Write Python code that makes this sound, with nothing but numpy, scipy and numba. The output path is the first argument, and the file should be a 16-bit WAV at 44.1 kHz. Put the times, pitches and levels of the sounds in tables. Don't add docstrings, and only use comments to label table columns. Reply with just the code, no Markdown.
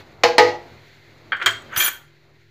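import sys
import numpy as np
from scipy import signal
from scipy.fft import rfft, irfft
from scipy.io import wavfile
from scipy.ndimage import uniform_filter1d
from numba import njit

SR = 44100
rng = np.random.default_rng(int(sys.argv[2]) if len(sys.argv) > 2 else 0)


def natural_amplitude(level_db):
    exponent = np.asarray(level_db, float) / 20
    return 10 ** exponent


def dump(signal):
    limited = np.clip(np.atleast_2d(signal).T, -1, 1)
    pcm = np.round(limited * 32767).astype(np.int16)
    wavfile.write(sys.argv[1], SR, pcm)


N = 110250
T = np.arange(N) / SR


def coloured(points):
    p = np.array(points, float)
    f = np.arange(N // 2 + 1) * SR / N + 1
    db = np.interp(np.log(f), np.log(p[:, 0]), p[:, 1], left=-90, right=-90)
    x = irfft(rfft(rng.standard_normal(N)) * natural_amplitude(db), N)
    return x / x.std()


def walk(rate_hz):
    k = int(SR / rate_hz)
    steps = np.repeat(rng.standard_normal(N // k + 1), k)
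    return 0.95 * uniform_filter1d(uniform_filter1d(steps, k), k)[:N]


def fade(start, t60, rise=0.0006):
    age = np.maximum(T - start, 0)
    return (1 - np.exp(-age / rise)) * natural_amplitude(-60 * age / t60)


def strike(start, modes, spot_db, cycles=1):
    hz, db, t60, *rise = np.array(modes, float).T[:, :, None]
    rise = rise[0] if rise else cycles / hz
    first = int(np.ceil(start * SR))
    age = T[first:first + SR // 2] - start
    sign = (-1.) ** np.arange(len(hz))[:, None]
    level_db = db + np.array(spot_db)[:len(hz), None] - 60 * age / t60
    ring = sign * natural_amplitude(level_db) * (1 - np.exp(-age / rise)) ** 2
    out = np.zeros(N)
    out[first:first + len(age)] = np.sum(ring * np.sin(2 * np.pi * hz * age), axis=0)
    return out


# [t/s, low level/dB, high level/dB]
ROOM_TONE = [
    (0, -45, -45.5),
    (.04, -52.5, -54.5),
    (.2, -52.5, -57.5),
    (.7, -53.5, -53),
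    (1.25, -54.5, -56),
    (1.68, -50.5, -52),
    (2.05, -60.5, -61.5),
    (2.299, -59, -63),
    (2.5, -64.5, -62),
]
# [f/Hz, level/dB]
AIR_LOW = [(15, -50), (25, -15.5), (107, -4), (156, -14), (173, -15.5), (206, -8), (437, -11), (519, -10),
           (1500, -19), (1950, -50.5), (3300, -120)]
# [f/Hz, level/dB]
AIR_HIGH = [(1300, -7.5), (2050, 0), (3000, -10.5), (4300, -6), (5300, -19), (6900, -18.5), (8500, -34),
            (15400, -26.5)]
# [f/Hz, level/dB, wobble/dB]
HUM_LINES = [(105.3, -57.5, 5.5), (146, -57, 3.5), (341, -61.5, 5), (390, -62.5, 0), (420, -75.5, 7.5),
             (2100, -69, 4.5), (11800, -85.5, 1)]


def kitchen():
    rows = np.array(ROOM_TONE).T
    low, high = (np.interp(T, rows[0], db) for db in rows[1:])
    air = coloured(AIR_LOW) * natural_amplitude(low + 5.9 * walk(6.3))
    air = air + coloured(AIR_HIGH) * natural_amplitude(high + 1.3 * walk(45))
    rumble = natural_amplitude(-64) * coloured([(20, -2.5), (60, 1.5), (110, 1), (180, -16)])
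    gain_db = 0.48 * (np.minimum(low, -52) + 55.5)
    hum = 0
    for hz, db, wobble_db in HUM_LINES:
        level = natural_amplitude(db + gain_db + wobble_db * walk(24))
        hum = hum + level * np.sin(2 * np.pi * hz * T + 2.0 * walk(1.5))
    return air + rumble + hum


# [t/s, ring level/dB, crack level/dB, crack t60/s]
JUG_KNOCKS = [
    (0.2349, -2, -3.5, 0.11),
    (0.381, 1, -2.5, 0.18),
]
# [f/Hz, level/dB, t60/s, build-up/s]
JUG_FIRST_SPOT = [(110, -13, 0.14, 0.035), (349.4, -19.5, .4, 0.016), (474, -7.5, 0.35, 0.0033),
                  (494.3, -8, 0.4, .008), (576, -14.5, .12, .005), (672, -3.5, .07, .006),
                  (818, -14.5, 0.34, .002), (840, -9.5, 0.3, .002), (920, -17, .15, .002),
                  (1284, -17, 0.15, .002), (1620, -20, 0.28, .006), (1846, -8.5, .1, .003),
                  (2060, -11.5, .12, .002), (2900, -14, .12, .002)]
# [f/Hz, level/dB, t60/s, build-up/s]
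JUG_SECOND_SPOT = [(105, -21, 0.36, .03), (300, -18.5, .35, .012), (351.8, -13.5, 0.39, 0.013),
                   (442.8, 4.5, 0.2, 0.015), (491, 11, 0.22, .032), (664.5, -3.5, .09, 0.0044),
                   (832, -10.5, 0.36, .003), (845.6, -1.5, 0.23, 0.0015), (935, -6, 0.23, 0.0032),
                   (1244, -7.5, .22, .008), (1526, -17, .2, 0.0026), (1793, -7, .12, .003),
                   (1908, -13.5, 0.29, 0.0014), (1938, -11.5, 0.32, .003)]
# [f/Hz, level/dB]
JUG_RATTLE = [(120, -21.5), (420, -10.5), (720, 0.5), (1400, -15.5), (2000, -4.5), (3300, -17), (4300, -11),
              (7000, -27), (8500, -43.5), (15400, -43)]


def jug():
    rattle = coloured(JUG_RATTLE)
    ring, crack = 0, 0
    for knock, modes in zip(JUG_KNOCKS, (JUG_FIRST_SPOT, JUG_SECOND_SPOT)):
        start, ring_db, crack_db, crack_t60 = knock
        ring = ring + natural_amplitude(ring_db) * strike(start, modes, np.zeros(len(modes)))
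        crack = crack + natural_amplitude(crack_db) * rattle * fade(start, crack_t60)
    return ring, crack


# [f/Hz, t60/s]
ROOM_DECAY = [(125, 0.51), (500, 0.49), (2000, .32), (6000, 0.31), (14000, .22)]


def room(x):
    delay_s, level_db = 0.0027, -8.5
    p, tail = np.array(ROOM_DECAY), 0
    for hz in 88 * 2. ** np.arange(8):
        band = coloured([(hz / 2, -30), (hz / 2 ** .5, -3), (hz, 0), (hz * 2 ** .5, -3), (hz * 2, -30)])
        t60 = np.interp(np.log(hz), np.log(p[:, 0]), p[:, 1])
        tail = tail + band * np.sqrt(hz / t60) * fade(delay_s, t60, 0.00078)
    return natural_amplitude(level_db) * signal.fftconvolve(x, tail / np.sqrt(np.sum(tail ** 2)))[:N]


# [t/s, f/Hz, level/dB, t60/s]
TOUCHES = [(.781, 2050, -44, .03), (1.461, 3190, -11, .085), (1.724, 6800, -52, .04),
           (1.722, 1250, -36, .06), (1.734, 1520, -27, .08), (1.738, 6300, -42, .06),
           (1.744, 6650, -45, .05), (1.773, 14700, -26, .04), (1.802, 4330, -27, .06),
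           (1.803, 3200, -19, .08), (1.804, 4640, -30, .1)]
# [t/s, bowl level/dB, spoon level/dB, bright crack level/dB, dull knock level/dB]
BOWL_CLINKS = [(1.32, -21, -71, -53.5, -17), (1.329, -24, -79.5, -60, -24.5),
               (1.367, -49, -54, -45.5, -31.5), (1.400, -50.5, -69, -52.5, -26.5),
               (1.415, -26.5, -57, -43.5, -19.5), (1.424, -52, -52, -30.5, -32),
               (1.460, -13, -19.5, -12, -12), (1.466, -29, -29, -21, -13), (1.4758, -32, -30, -28.5, -21.5),
               (1.620, -66.5, -52, -66, -61), (1.726, -53, -61, -50.5, -51),
               (1.7612, -21.5, -36.5, -20.5, -25), (1.7699, -22, -48.5, -32.5, -32),
               (1.801, -20, -51, -22, -41), (1.805, -12, -46, -21, -30.5), (1.821, -14.5, -46, -19, -28),
               (1.850, -37.5, -50, -19, -42.5), (1.862, -15, -45, -26.5, -43),
               (1.878, -19, -25, -27.5, -25)]
# [f/Hz, level/dB, t60/s]
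BOWL_MODES = [(1135, -25, 0.069), (1435, -10.5, 0.033), (1546, -7, 0.11), (1765, -8, 0.07),
              (1820, -15, 0.036), (2364, -5, 0.045), (2860, -16, .04), (3197, -5, 0.061),
              (3600, -23, 0.022), (4440, -19.5, .04), (4610, -24, .04)]
# [f/Hz, level/dB, t60/s]
SPOON_EDGE_MODES = [(6640, -3, .035), (6990, -2, .035), (7500, -8, .025), (7950, -3, .035), (8250, -9, .03),
                    (10890, -10, .025), (12080, -14, .025), (13670, -7, .025), (14630, -9, .025),
                    (15200, -14, .025)]
# [f/Hz, level/dB]
BRIGHT_CRACK = [(300, -42), (1490, -1), (2700, -18), (3190, 6), (3700, -5.5), (7000, -19), (8800, -23.5),
                (15400, -42)]
# [f/Hz, level/dB]
DULL_KNOCK = [(300, -13), (900, -8), (1520, 7), (2200, -1.5), (2700, -8.5), (3230, -5.5), (4500, -37),
              (7500, -54)]


def clinks():
    rise_cycles, spot_spread_db = 1.5, 2.5
    crack, knock, out = coloured(BRIGHT_CRACK), coloured(DULL_KNOCK), 0
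    spots = spot_spread_db * rng.standard_normal((len(BOWL_CLINKS), 30))
    for (start, bowl_db, spoon_db, crack_db, knock_db), spot in zip(BOWL_CLINKS, spots):
        out = out + natural_amplitude(bowl_db) * strike(start, BOWL_MODES, spot, rise_cycles)
        out = out + natural_amplitude(spoon_db) * strike(start, SPOON_EDGE_MODES, spot[::-1], rise_cycles)
        out = out + natural_amplitude(crack_db) * crack * fade(start, 0.054)
        out = out + natural_amplitude(knock_db) * knock * fade(start, 0.08)
    for start, hz, db, t60 in TOUCHES:
        out = out + strike(start, [(hz, db, t60)], [0], rise_cycles)
    return out


# [t/s, f/Hz, level/dB, t60/s, rise/s]
LOW_THUMPS = [
    (1.428, 360, -33, 0.4, 0.012),
    (1.45, 108, -29, 0.38, 0.035),
    (1.773, 120, -23, 0.04, .002),
    (1.772, 362, -28, 0.3, .045),
]


def low_booms():
    out = 0
    for start, hz, db, t60, rise in LOW_THUMPS:
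        out = out - natural_amplitude(db) * fade(start, t60, rise) * np.sin(2 * np.pi * hz * (T - start))
    return out


# [f/Hz, level/dB, t60/s, loudest at t/s, next antinode after/s]
SPOON_MODES = [(6035, -8, .06, 1.795, .17), (6400, -18, .03, 1.80, .1), (7012, -7, .06, 1.825, .12),
               (8010, -18, .02, 1.80, .1), (8962, -18, .05, 1.80, .08), (9170, -22, .05, 1.79, .09),
               (9780, -19, .05, 1.85, .08), (10865, -4, .05, 1.79, .065), (12075, -3, .04, 1.808, .044),
               (12400, -11, .05, 1.845, .06), (13400, -17, .05, 1.80, .07), (13680, -3, .05, 1.81, .07),
               (14620, -11, .035, 1.775, .072), (15200, -13, .04, 1.775, .09)]


def antinode_swell_db(loudest_s, gap_s):
    return 5 * np.cos(2 * np.pi * (T - loudest_s) / gap_s)


def rub(drive, modes):
    out = 0
    for hz, db, t60, *slide in modes:
        r = natural_amplitude(-60 / (t60 * SR))
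        pole = r * np.exp(2j * np.pi * hz / SR)
        swell_db = antinode_swell_db(*slide) if slide else 4 * walk(35)
        ring = signal.lfilter([1], [1, -pole], drive * natural_amplitude(swell_db)).imag
        out = out + natural_amplitude(db) * np.sqrt(1 - r * r) * ring
    return out


def sing(push):
    out = 0
    for hz, db, _, loudest_s, gap_s in SPOON_MODES:
        level = natural_amplitude(-1 + db + antinode_swell_db(loudest_s, gap_s))
        out = out + level * push * np.sin(2 * np.pi * hz * T + 0.8 * walk(60))
    return out


# [t/s, bowl level/dB, spoon level/dB, rasp level/dB, dull drag level/dB]
SCRAPE_PUSH = [
    (1.69, -77, -86, -72.5, -53.5),
    (1.734, -55.5, -68.5, -61.5, -34),
    (1.758, -55.5, -56.5, -47, -31.5),
    (1.763, -52, -43, -38, -45),
    (1.776, -34, -20.5, -27, -35.5),
    (1.829, -44, -22.5, -28, -32),
    (1.85, -46.5, -21, -30.5, -35),
    (1.89, -50, -24.5, -32.5, -43),
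    (1.902, -53, -53.5, -48.5, -62),
]
# [t/s, level/dB]
SPOON_CATCHES = [
    (1.7615, -13),
    (1.7727, -6),
    (1.797, -16),
    (1.839, -11),
    (1.846, -12),
    (1.867, -16),
    (1.881, -15),
]
# [f/Hz, level/dB]
RASP_COLOUR = [(250, -28), (1500, -4), (3200, -6), (5300, -20), (7000, -17), (8800, -26), (12400, -14),
               (15400, -16)]


def scrape():
    grit_per_s, grit_spread_db, loose_grit_db = 5000, 2.5, -5
    chance = rng.random((2, N))
    grit_size = natural_amplitude(-grit_spread_db * np.log(1 - chance[1]))
    grit = (chance[0] < grit_per_s / SR) * grit_size * rng.choice([-1, 1], N)
    grit = grit / grit.std() * natural_amplitude(2.5 * walk(90))
    rows = np.array(SCRAPE_PUSH).T
    pushes = [natural_amplitude(np.interp(T, rows[0], db, left=-120, right=-120)) for db in rows[1:]]
    bowl_push, spoon_push, rasp_push, drag_push = pushes
    rasp = coloured(RASP_COLOUR) * natural_amplitude(1.2 * walk(120))
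    drag = coloured(DULL_KNOCK) * natural_amplitude(1.2 * walk(120))
    skips = np.zeros(N)
    for start, db in SPOON_CATCHES:
        skips[int(start * SR)] = natural_amplitude(db)
    spoon = rub(grit * spoon_push * natural_amplitude(loose_grit_db) + skips, SPOON_MODES) + sing(spoon_push)
    slide = rub(grit * bowl_push, BOWL_MODES) + rasp * rasp_push + drag * drag_push
    return slide, spoon


def scene():
    jug_ring, jug_crack = jug()
    slide, spoon = scrape()
    near = jug_crack + clinks() + slide
    echoes = room(near + natural_amplitude(-13) * jug_ring + natural_amplitude(-6) * spoon)
    return (jug_ring + spoon + near + echoes + low_booms() + kitchen())[None]


@njit
def follow(x, attack, release):
    out, e = np.empty(len(x)), 0.
    for i in range(len(x)):
        e += (abs(x[i]) - e) * (attack if abs(x[i]) > e else release)
        out[i] = e
    return out


def low_pass(x):
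    return signal.sosfilt(signal.butter(12, 16640, fs=SR, output="sos"), x)


def record(dry):
    limit_db, ratio, attack_s, release_s = -6.5, 2.5, 0.0015, 0.049
    clip, offset = 0.97, -0.001
    loud = follow(dry[0], 1 / (attack_s * SR), 1 / (release_s * SR))
    x = dry * np.minimum(1, natural_amplitude(limit_db) / (loud + 1e-9)) ** (1 - 1 / ratio)
    x = x / (1 + np.abs(x / clip) ** 8) ** 0.125
    x = signal.sosfilt(signal.butter(1, 54, "high", fs=SR, output="sos"), x)
    x = signal.sosfilt(signal.ellip(10, 0.2, 60, 15500, fs=SR, output="sos"), x) + offset
    return low_pass(x)


dry = scene()
out = record(dry)
dump(out)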